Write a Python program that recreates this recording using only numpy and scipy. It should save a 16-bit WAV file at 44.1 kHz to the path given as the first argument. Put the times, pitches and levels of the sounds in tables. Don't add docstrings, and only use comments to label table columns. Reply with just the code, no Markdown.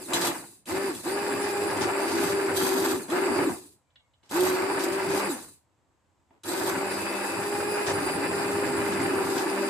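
import sys
import numpy as np
from scipy import signal
from scipy.fft import rfft, irfft, next_fast_len
from scipy.io import wavfile
from scipy.ndimage import uniform_filter1d

SR = 44100
rng = np.random.default_rng(int(sys.argv[2]) if len(sys.argv) > 2 else 0)


def wrap_up_sound(samples):
    columns = np.atleast_2d(samples).T
    tamed = np.clip(columns, -1, 1)
    steps = np.round(tamed * 32767).astype(np.int16)
    wavfile.write(sys.argv[1], SR, steps)


N = 427329

FULL_SPEED = 200


def from_db(db):
    return 10 ** (np.asarray(db) / 20)


def rms_one(x):
    return x / np.sqrt(np.mean(x ** 2) + 1e-20)


def in_time(rows):
    s, *columns = np.transpose(rows)
    return [np.interp(np.arange(N) / SR, s, c) for c in columns]


def drift(rate):
    r = np.exp(-80 * np.pi * rate / SR)
    noise = rng.standard_normal(N // 40 + 2002)
    slow = signal.lfilter([1], [1, -2 * r, r * r], noise)[2000:]
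    return np.interp(np.arange(N) / 40, np.arange(len(slow)), rms_one(slow))


def colour(x, spectrum):
    size = next_fast_len(x.shape[-1])
    hz, db = np.transpose(spectrum)
    bins = np.maximum(np.arange(size // 2 + 1) * SR / size, 1)
    gains = from_db(np.interp(np.log(bins), np.log(hz), db))
    return irfft(rfft(x, size) * gains, size)[..., :x.shape[-1]]


def low_pass(x, order, hz):
    return signal.sosfilt(signal.butter(order, hz, fs=SR, output="sos"), x)


def resonate(x, modes):
    out = 0
    for k, (hz, width, db) in enumerate(modes):
        r = np.exp(-np.pi * width / SR)
        poles = [1, -2 * r * np.cos(2 * np.pi * hz / SR), r * r]
        mode = (1 - r * r) / 2 * signal.lfilter([1, 0, -1], poles, x + 1e-18)
        out = out + (-1) ** k * from_db(db) * mode
    return out


def grains(per_s, spread_db):
    sizes = from_db(spread_db * np.minimum(rng.exponential(1, (2, N)), 4))
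    hits = rng.random((2, N)) < per_s / SR
    return rms_one(hits * sizes * rng.choice([-1, 1], (2, N)))


def bursts(events, fade_s):
    kicks = np.zeros(N)
    for s, db in events:
        kicks[round(s * SR)] = from_db(db)
    fade = signal.lfilter([1], [1, -np.exp(-1 / (fade_s * SR))], kicks + 1e-18)
    return fade * rng.standard_normal(N)


def spells(rows, between_db, attack_s, release_s):
    t = np.arange(N) / SR
    power = from_db(2 * between_db)
    for start, length, db in rows:
        attack = np.clip((t - start) / attack_s, 0, 1)
        release = np.exp(-np.clip((t - start - length) / release_s, 0, 20))
        power = power + (from_db(db) * attack * release) ** 2
    return 10 * np.log10(power)


def wander(x, share, rate):
    at = np.cumsum(1 + share * drift(rate)) % (N - 1)
    return np.array([np.interp(at, np.arange(N), row) for row in x])


# pitch_hz [Hz], level_db [dB per Hz]
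ROOM_TONE = [(18, -35.5), (30, -23), (90, -2), (229, -22), (259, -11.5), (407, -24.5), (523, -15),
             (578, -18.5), (954, -16.5), (1320, -22.5), (5660, -37), (7840, -27.5), (9340, -44),
             (12000, -41.5), (15600, -71), (22000, -120)]
ROOM_TONE_DB = -71.5


def room_tone():
    air = rng.standard_normal(N) + 0.79 * rng.standard_normal((2, N))
    return from_db(ROOM_TONE_DB) * rms_one(colour(air, ROOM_TONE))


KITCHEN_T60_S = .16


def reflections(x):
    t = np.arange(SR // 4) / SR
    tail = rng.standard_normal(len(t)) * from_db(-60 * t / KITCHEN_T60_S) * (t > .002)
    return signal.fftconvolve(x, tail / np.linalg.norm(tail))[:N]


def back_wall(x):
    treble = signal.butter(2, 1800, "high", fs=SR, output="sos")
    return from_db(-8.5) * signal.sosfilt(treble, reflections(x))


# start_s [s], length_s [s], level_db [dB]
SLOSHES = [(4.229, .06, -70), (5.65, .65, -77), (6.305, .07, -64.5)]
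# pitch_hz [Hz], level_db [dB per Hz]
SLOP = [(60, -20), (150, -8), (320, 0), (520, -9), (950, -8), (1500, -19), (3000, -29), (7000, -45)]


def sloshes():
    level = from_db(spells(SLOSHES, between_db=-90, attack_s=.006, release_s=.02))
    return level * rms_one(colour(grains(per_s=1500, spread_db=3), SLOP))


# start_s [s], pitch_hz [Hz], level_db [dB]
SQUEAK = [(3.84, 2400, -100), (3.88, 2360, -88), (4.0, 2230, -87), (4.05, 2180, -78), (4.13, 2100, -100)]


def squeak():
    hz, db = in_time(SQUEAK)
    t = np.arange(N) / SR
    sounding = (t > SQUEAK[0][0]) * (t < SQUEAK[-1][0])
    return np.sqrt(2) * from_db(db) * np.sin(2 * np.pi * np.cumsum(hz) / SR) * sounding


# [dB, before the ring]
HANDLE_TICKS = [(3.903, -59), (3.9574, -39), (3.997, -52), (4.135, -53), (4.229, -49)]
# pitch_hz [Hz], width_hz [Hz], level_db [dB]
HANDLE_RING = [(1600, 700, -8), (2240, 110, -5), (2830, 220, 0), (3100, 110, -1), (3320, 140, 0),
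               (3750, 600, 0)]
# [dB, before the ring]
BUMPS = [(4.229, -44), (6.306, -33)]
# pitch_hz [Hz], width_hz [Hz], level_db [dB]
PAN_RING = [(345, 27, 7), (511, 25, -1), (673, 30, -2), (910, 45, 2), (1500, 500, -17), (3000, 900, -28)]


def handling():
    ticks = low_pass(resonate(bursts(HANDLE_TICKS, fade_s=.007), HANDLE_RING), 2, 4500)
    return ticks + resonate(bursts(BUMPS, fade_s=.004), PAN_RING)


# pitch_hz [Hz], width_hz [Hz], level_db [dB]
STEEL = [(3133, 50, -3), (3355, 50, 2), (3930, 60, -2), (4166, 90, -3), (4650, 80, -3), (6115, 45, -1),
         (6233, 45, -3), (7212, 40, 1), (8465, 40, 2), (9800, 90, -5), (10730, 110, -2), (11100, 40, -4),
         (12890, 45, -2), (14500, 60, -10)]


def steel_ring(blows):
    return resonate(blows, STEEL)


# start_s [s], level_db [dB, before the ring], top_hz [Hz]
CLICKS = [(0.1334, -12, 16000), (0.158, -22, 12000), (0.2125, -15.5, 12000), (0.2705, -16, 12000),
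          (0.6557, -36, 12000), (0.9488, -30, 12000), (1.7695, -28, 12000), (3.08, -39, 12000),
          (3.0995, -26, 12000), (4.2925, -36, 12000), (6.434, -30, 12000), (6.575, -28, 12000)]
# pitch_hz [Hz], width_hz [Hz], level_db [dB]
GUARD = [(1200, 700, -10), (2750, 600, -3), (3500, 600, -2), (4900, 1200, -6), (7900, 2000, -6)]


def knocks():
    blows = 0
    for s, db, top_hz in CLICKS:
        blow = bursts([(s, db)], fade_s=.005) + from_db(-11) * bursts([(s, db)], fade_s=.022)
        blows = blows + low_pass(blow, 2, min(top_hz, SR / 2 - 1))
    return from_db(-1.5) * resonate(blows, GUARD) + from_db(3) * steel_ring(blows)


# [dB, before the resonances]
GULPS = [(0.105, -23), (1.064, -19), (1.82, -16), (2.225, -18), (3.125, -17), (3.385, -19), (3.488, -18),
         (5.218, -20), (6.513, -20), (6.605, -19), (6.668, -19), (7.879, -16), (8.39, -20), (9.005, -18),
         (9.205, -18)]


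def gulps():
    hollow = resonate(bursts(GULPS, fade_s=0.038), [(129, 60, -5), (320, 66, 2.5), (805, 400, -3.5)])
    return from_db(3) * low_pass(hollow, 2, 1400)


# [dB, crackle alone]
CRUNCHES = [(.134, .04, -37), (.205, .07, -37), (1.41, .04, -43), (1.805, .035, -35), (2.07, .25, -42),
            (4.229, .06, -68), (4.788, .03, -39), (4.915, .02, -42), (5.083, .1, -42), (7.86, .045, -35),
            (8.915, .02, -42), (9.372, .025, -37)]
# pitch_hz [Hz], level_db [dB per Hz]
CRACKLE = [(200, -14), (450, 2), (800, 7), (1500, 4), (2800, -2), (4000, -1), (5500, -1), (8000, -5),
           (12000, -20)]


def crunches():
    bits = grains(per_s=1400, spread_db=2.2)
    crackle = rms_one(colour(bits, CRACKLE)) + from_db(-14) * rms_one(steel_ring(bits))
    return from_db(spells(CRUNCHES, between_db=-90, attack_s=.008, release_s=.018)) * crackle


# [dB, at full speed share]
CHATTERS = [(.08, .05, -41.5), (.132, .15, -35), (.665, .05, -39), (.89, .22, -42), (2.06, .26, -41),
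            (2.54, .41, -37), (3.085, .06, -41), (4.292, .25, -36.5), (4.78, .07, -39), (5.08, .3, -43),
            (6.438, .26, -41), (9.21, .22, -43)]
CHATTER_DB, COAST_CHATTER_DB = -46.2, -46.5
RATTLE_FALL_DB = 6.8
SETTLE_SHARE = .06


def rattle_level(share, octaves, driven):
    loose_db = driven * CHATTER_DB + (1 - driven) * COAST_CHATTER_DB
    settling_db = 20 * np.log10(share / (share + SETTLE_SHARE))
    spells_db = spells(CHATTERS, loose_db, attack_s=.025, release_s=.035)
    return spells_db + RATTLE_FALL_DB * octaves + settling_db + 2.1 * drift(9)


# pitch_hz [Hz], level_db [dB per Hz]
RATTLE = [(1290, -27), (2200, -20), (2980, -16), (3260, -4.5), (3530, 1), (4060, -1), (4900, 0), (5490, -3),
          (6630, -2), (7740, 1), (8900, -5), (10600, -6), (11500, 0), (12900, -6), (13900, -7),
          (14900, -22), (15500, -34)]


def shaft_rattle(turns, rattle_db):
    contact = from_db(2.2 * np.cos(2 * np.pi * turns) + 2.2 * drift(70))
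    chatter = grains(per_s=6000, spread_db=2.5) * contact
    body, ringing = rms_one(colour(chatter, RATTLE)), rms_one(steel_ring(chatter))
    sizzle = rms_one(resonate(chatter, [(8190, 340, -2.2), (10100, 900, 1), (13000, 1700, -1)]))
    hardness = np.clip((rattle_db + 42) / 7, 0, 1)
    ring_gain = from_db(-14.5 + 10 * hardness)
    mix = from_db(-3.5) * body + ring_gain * ringing + from_db(-11) * hardness * sizzle
    return from_db(rattle_db) * mix


# pitch_hz [Hz], width_hz [Hz], level_db [dB]
AIR_POCKET = [(282.7, 33, -4.5), (338.5, 25, -0.5), (370.2, 31, -1)]
POCKET_WANDER = .05


def air_pocket():
    pocket = wander(resonate(grains(per_s=1700, spread_db=1.0), AIR_POCKET), POCKET_WANDER, rate=4)
    band = signal.butter(2, [235, 440], "band", fs=SR, output="sos")
    pocket = rms_one(signal.sosfilt(band, pocket))
    return pocket / np.sqrt(uniform_filter1d(pocket ** 2, size=3000) + 1e-6)


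# [dB, before a fixed gain in soup()]
SURGES = [(.12, .15, -49), (.7, .1, -47), (1.32, .05, -40), (1.68, .2, -42.5), (2.06, .28, -43),
          (2.47, .18, -43.5), (2.76, .22, -50), (3.34, .2, -48), (4.31, .2, -48), (5.06, .06, -45),
          (6.7, .08, -45), (7.34, .07, -44), (7.65, .06, -48), (7.87, 1.5, -44.5)]
SURGE_FALL_DB = 5.5


def surge_level(octaves):
    swells_db = spells(SURGES, between_db=-53, attack_s=.02, release_s=.035)
    return swells_db + SURGE_FALL_DB * octaves + 2.5 * drift(7)


# pitch_hz [Hz], level_db [dB per Hz]
SWIRL = [(25, -33.5), (45, -24.5), (70, -12), (98, 4), (135, -4.5), (180, 2.5), (230, -3.5), (400, -5),
         (900, -45)]


def swirl():
    return rms_one(colour(grains(per_s=900, spread_db=3.5), SWIRL))


SPLASH_CLUMP_DB = 2.1


def clumps(x, edges_hz=(650, 1100, 1800)):
    out = 0
    for hz in edges_hz:
        low = signal.sosfiltfilt(signal.butter(3, hz, fs=SR, output="sos"), x)
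        out = out + low * from_db(SPLASH_CLUMP_DB * drift(22))
        x = x - low
    return rms_one(out + x * from_db(.6 * SPLASH_CLUMP_DB * drift(22)))


BUBBLES_PER_S, BUBBLE_CYCLES = 170, 5


def bubbles(count=14):
    pops, dealt = grains(BUBBLES_PER_S, spread_db=2.5), rng.integers(0, count, N)
    out = 0
    for k, hz in enumerate(np.geomspace(520, 2300, count)):
        ring = [(hz, hz / (np.pi * BUBBLE_CYCLES), 0)]
        out = out + resonate(pops * (dealt == k), ring) / hz ** .7
    return rms_one(out)


BUZZ_FLUTTER_DB = 4.5


def blade_buzz(turns, count=11):
    out = 0
    for k in range(3, count + 1):
        strand = np.sin(2 * np.pi * k * turns + 1.5 * drift(9))
        out = out + from_db(BUZZ_FLUTTER_DB * drift(14)) * strand / max(k, 5)
    return rms_one(out)


# pitch_hz [Hz], level_db [dB per Hz]
SOUP = [(250, -32.5), (430, -10.5), (442, 0.5), (591, 0), (636, -2), (753, -2.5), (796, 0), (890, 3.5),
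        (1060, -3), (1650, -4), (2180, -11), (2560, -11), (2970, -16.5), (3260, -32), (4000, -22.5),
        (5200, -46), (8800, -120)]
BUBBLE_DB, BUZZ_DB = -7.5, -8.5


def splashing(turns):
    drops = grains(per_s=6000, spread_db=1.0) * (1 + .2 * np.cos(2 * np.pi * turns))
    splash = clumps(colour(drops, SOUP)) + from_db(BUBBLE_DB) * bubbles()
    buzz = np.array([blade_buzz(turns), blade_buzz(turns)])
    return splash * from_db(1.3 * drift(30)) + from_db(BUZZ_DB) * buzz


def soup(turns, churn_db, splash_db, surge_db):
    churned = from_db(churn_db + 0.74) * air_pocket()
    return churned + from_db(splash_db - 0.15) * splashing(turns) + from_db(surge_db + 2.5) * swirl()


# start_s [s], churn_db [dB], hum_db [dB], splash_db [dB]
WORK = [(0.05, -40, -46, -41), (0.12, -35.5, -44.0, -32.0), (0.3, -37.0, -39.5, -31.5),
        (0.5, -36, -38, -35), (0.75, -38.0, -31.0, -34.0), (0.88, -36.5, -32.5, -37.0),
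        (1.14, -38.5, -30.5, -35.5), (1.3, -39.0, -34.0, -35.0), (1.6, -36.5, -32.5, -34.5),
        (2.0, -35.5, -33.5, -33.0), (2.25, -32.5, -31.5, -33.5), (2.8, -34.5, -28.5, -33.0),
        (2.92, -31.0, -29.5, -33.0), (3.15, -32.5, -30.0, -32.0), (3.43, -31.5, -32.0, -31.3),
        (3.62, -31, -33, -37), (4.31, -41.0, -34.0, -33.0), (4.37, -37.0, -22.5, -31.5),
        (4.48, -36.0, -26.0, -31.5), (4.62, -35.0, -32.0, -32.5), (4.75, -34.0, -32.5, -33.0),
        (4.95, -36.0, -32.5, -34.0), (5.1, -36.0, -32.5, -33.0), (5.26, -35.0, -35.5, -32.0),
        (6.53, -37.5, -34.5, -36.0), (6.66, -35.5, -35.0, -34.5), (6.95, -39.0, -41.0, -35.0),
        (7.2, -40.0, -44.5, -35.0), (7.45, -39.0, -35.5, -35.0), (7.8, -40.0, -32.5, -34.0),
        (8.0, -36.0, -34.5, -33.5), (8.6, -36.5, -33.0, -33.5), (8.88, -36.5, -34.5, -33.0),
        (9.05, -32.5, -34.0, -32.5), (9.45, -35.0, -34.0, -34.0), (9.69, -34.5, -32.5, -33.5)]
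CHURN_TRIM_DB, HUM_TRIM_DB, SPLASH_TRIM_DB = 1.5, 1.7, -1
CHURN_FLUTTER_DB, HUM_FLUTTER_DB, LUMPS_PER_S = 1.6, 1.3, 11
CHURN_FALL_DB, SPLASH_FALL_DB = 11.5, 13
DRIVEN_FALL = .65
POCKET_HZ, POCKET_WIDTH_HZ, POCKET_BOOST_DB = 325, 60, 6.5


def blade_work(speed, octaves, driven):
    churn_db, hum_db, splash_db = in_time(WORK)
    in_tune = (1 - driven) * np.exp(-((2 * speed - POCKET_HZ) / POCKET_WIDTH_HZ) ** 2)
    churn_db = churn_db + CHURN_TRIM_DB + CHURN_FALL_DB * octaves + POCKET_BOOST_DB * in_tune
    churn_db = churn_db + CHURN_FLUTTER_DB * drift(LUMPS_PER_S)
    hum_db = hum_db + HUM_TRIM_DB + HUM_FLUTTER_DB * drift(LUMPS_PER_S)
    splash_fall = SPLASH_FALL_DB * octaves * (1 - driven * (1 - DRIVEN_FALL))
    return churn_db, hum_db, splash_db + SPLASH_TRIM_DB + splash_fall


def pocket_tuning(speed):
    return np.interp(speed, [90, 130, 165, 180], [0, .3, .45, 0])


def blade_hum(turns, hum_db):
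    level = from_db(hum_db - 1.5 + 0.5 * drift(6.2))
    return np.sqrt(2) * level * np.sin(4 * np.pi * turns + 0.087 * drift(14))


# pitch_hz [Hz], width_hz [Hz], level_db [dB]
HOUSING = [(2540, 300, 5), (3500, 360, -2.5), (4800, 420, 6), (7180, 150, 4), (7650, 550, 6.5),
           (9750, 300, -2), (11600, 580, -10.5), (14400, 700, -17)]
MAINS_HZ = 50


def brush_hiss(speed):
    half_waves = 1 + .16 * np.cos(4 * np.pi * MAINS_HZ * np.arange(N) / SR)
    sparks = rng.standard_normal((2, N)) * half_waves
    hiss = 0
    for k, mode in enumerate(HOUSING):
        hiss = hiss + (-1) ** k * resonate(sparks, [mode]) * from_db(1.8 * drift(12))
    return from_db(-45.5) * (speed / FULL_SPEED) ** 2 * rms_one(hiss)


# [dB, at full speed]
THRUMS = [(.14, .13, -43), (4.38, .1, -42), (5.14, .14, -42), (6.8, .45, -45), (8.85, .13, -40),
          (9.5, .14, -40)]


def thrum(turns):
    db = spells(THRUMS, between_db=-52, attack_s=.04, release_s=.03) + 1.5 * drift(12)
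    return np.sqrt(2) * from_db(db) * np.sin(2 * np.pi * turns)


# [dB, at full speed]
SONGS = [(6.8, .55, -51), (8.0, .3, -54), (9.45, .22, -55)]
SONG_ORDER = 13


def rotor_song(turns):
    db = spells(SONGS, between_db=-62, attack_s=.04, release_s=.04) + 3 * drift(20)
    return np.sqrt(2) * from_db(db) * np.sin(2 * np.pi * SONG_ORDER * turns + .8 * drift(20))


# [dB, spinning freely]
ORDERS_DB = [(3, -59.5, 1.5), (4, -49.5, 8), (8, -56, 2), (12, -61, 11)]
FREE_SPEED = (197, 206)


def rotor_drone(turns, speed):
    free = np.interp(speed, FREE_SPEED, [0, 1])
    out = 0
    for order, db, extra_db in ORDERS_DB:
        level = from_db(db + free * extra_db + 2.5 * drift(20))
        out = out + level * np.sin(2 * np.pi * round(order) * turns)
    return np.sqrt(2) * out


# speed [turns per s], level_db [dB]
TICK_DB = [(1, -28), (15, -12), (40, -1), (100, 4.5), (165, 5), (195, 0)]
COMMUTATOR_BARS = 24
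BAR_SCATTER = .023


def bar_ticks(turns, speed):
    play = speed / FULL_SPEED * (.0026 * drift(130) + .003 * np.sin(2 * np.pi * turns))
    bars = np.maximum.accumulate(COMMUTATOR_BARS * (turns + play))
    passed = np.arange(1, int(bars[-1]))
    early, strength_db = rng.standard_normal((2, N))[:, passed]
    moments = np.interp(passed + BAR_SCATTER * early, bars, np.arange(N)).clip(0, N - 2)
    at, late = np.divmod(moments, 1)
    at = at.astype(int)
    strength = from_db(np.interp(speed[at], *np.transpose(TICK_DB)) + 1.3 * strength_db)
    ticks = np.bincount(at, strength * (1 - late), N) + np.bincount(at + 1, strength * late, N)
    return ticks * SR / (np.sqrt(2) * COMMUTATOR_BARS * FULL_SPEED)


# pitch_hz [Hz], level_db [dB]
SHELL = [(300, -70), (1500, -30), (2700, -10), (3300, -20), (4000, -4), (4400, -9), (4750, -5), (5400, -15),
         (6200, -6), (7000, -5), (8000, 2), (8800, -1), (9400, 2.5), (9900, 5), (10400, -12), (11500, -4),
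         (12700, -12), (13700, -2), (14250, -13), (14800, -7), (16000, -36)]
WHINE_DB = -50.3


def commutator_whine(turns, speed):
    whine = from_db(WHINE_DB + 3 * drift(24)) * colour(bar_ticks(turns, speed), SHELL)
    return .8 * whine + .6 * reflections(whine)


def motor_whine(turns, speed):
    rotor = rotor_drone(turns, speed) + thrum(turns) + rotor_song(turns)
    return (speed / FULL_SPEED) ** 4 * rotor + commutator_whine(turns, speed)


# on_s [s], off_s [s]
PRESSES = [(-.5, -.06), (.076, .292), (.655, .877), (1.031, 2.912), (3.079, 3.437), (4.293, 5.268),
           (6.432, 9.8)]
SPIN_UP_S, COAST_S = .029, .175
FRICTION = .11
GRIP_S = .015


def motor():
    t = np.arange(N) / SR
    share, driven, at_press = np.zeros(N), np.zeros(N), 0
    for k, (on, off) in enumerate(PRESSES):
        rise = 1 - (1 - at_press) * np.exp(-np.clip(t - on, 0, off - on) / SPIN_UP_S)
        coast = np.exp(-np.maximum(t - off, 0) / COAST_S)
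        run = np.maximum((rise + FRICTION) * coast - FRICTION, 0)
        share = np.where(t >= on, run, share)
        driven[(t >= on) & (t < off)] = 1
        if k + 1 < len(PRESSES):
            at_press = np.interp(PRESSES[k + 1][0], t, share)
    lag = np.exp(-1 / (GRIP_S * SR))
    grip = signal.lfilter([1 - lag], [1, -lag], driven + 1e-18)
    return np.maximum(share, 1e-4), grip


# start_s [s], speed [turns per s]
LOADED_SPEED = [(.3, 175), (.7, 196), (.88, 199), (1.2, 202), (1.68, 203), (1.8, 195), (2.25, 201),
                (2.7, 191), (2.85, 197), (3.15, 195), (3.35, 199), (4.3, 186), (4.58, 185), (4.7, 198),
                (4.87, 192), (5.25, 201), (6.72, 192), (6.9, 200), (7.33, 200), (7.65, 206), (7.82, 205.5),
                (7.92, 199), (8.7, 202), (9.3, 196), (9.69, 198)]
# pitch_hz [Hz], level_db [dB against the direct sound]
SIDEWAYS = [(60, -8), (110, -7), (200, -11.5), (380, -10), (700, -4.5), (1290, -3.5), (2380, 1), (4400, 1),
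            (8120, 0.5), (15000, 0.5)]


def scene():
    share, driven = motor()
    speed, octaves = share * in_time(LOADED_SPEED)[0], np.log2(share)
    turns = np.cumsum(speed * (1 + .0025 * drift(9))) / SR
    churn_db, hum_db, splash_db = blade_work(speed, octaves, driven)
    tuned = pocket_tuning(speed)
    hum_power = from_db(2 * hum_db) * np.minimum(speed / 180, 1) ** 8 + tuned * from_db(2 * churn_db)
    gurgle_db = churn_db + 10 * np.log10(1 - tuned)

    wide = sloshes() + crunches() + shaft_rattle(turns, rattle_level(share, octaves, driven))
    wide = wide + soup(turns, gurgle_db, splash_db, surge_level(octaves)) + brush_hiss(speed)
    direct = squeak() + handling() + knocks() + gulps()
    direct = direct + blade_hum(turns, 10 * np.log10(hum_power + 1e-20)) + motor_whine(turns, speed)

    front = wide[0] + direct
    side = colour(wide[1] + reflections(direct), SIDEWAYS)
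    front = front + back_wall(front)
    return front + side * [[1], [-1]] + room_tone()


CUTOFF_HZ = 15200


def record(dry):
    return signal.sosfilt(signal.ellip(10, .2, 80, CUTOFF_HZ, fs=SR, output="sos"), dry)


dry = scene()
out = record(dry)
wrap_up_sound(out)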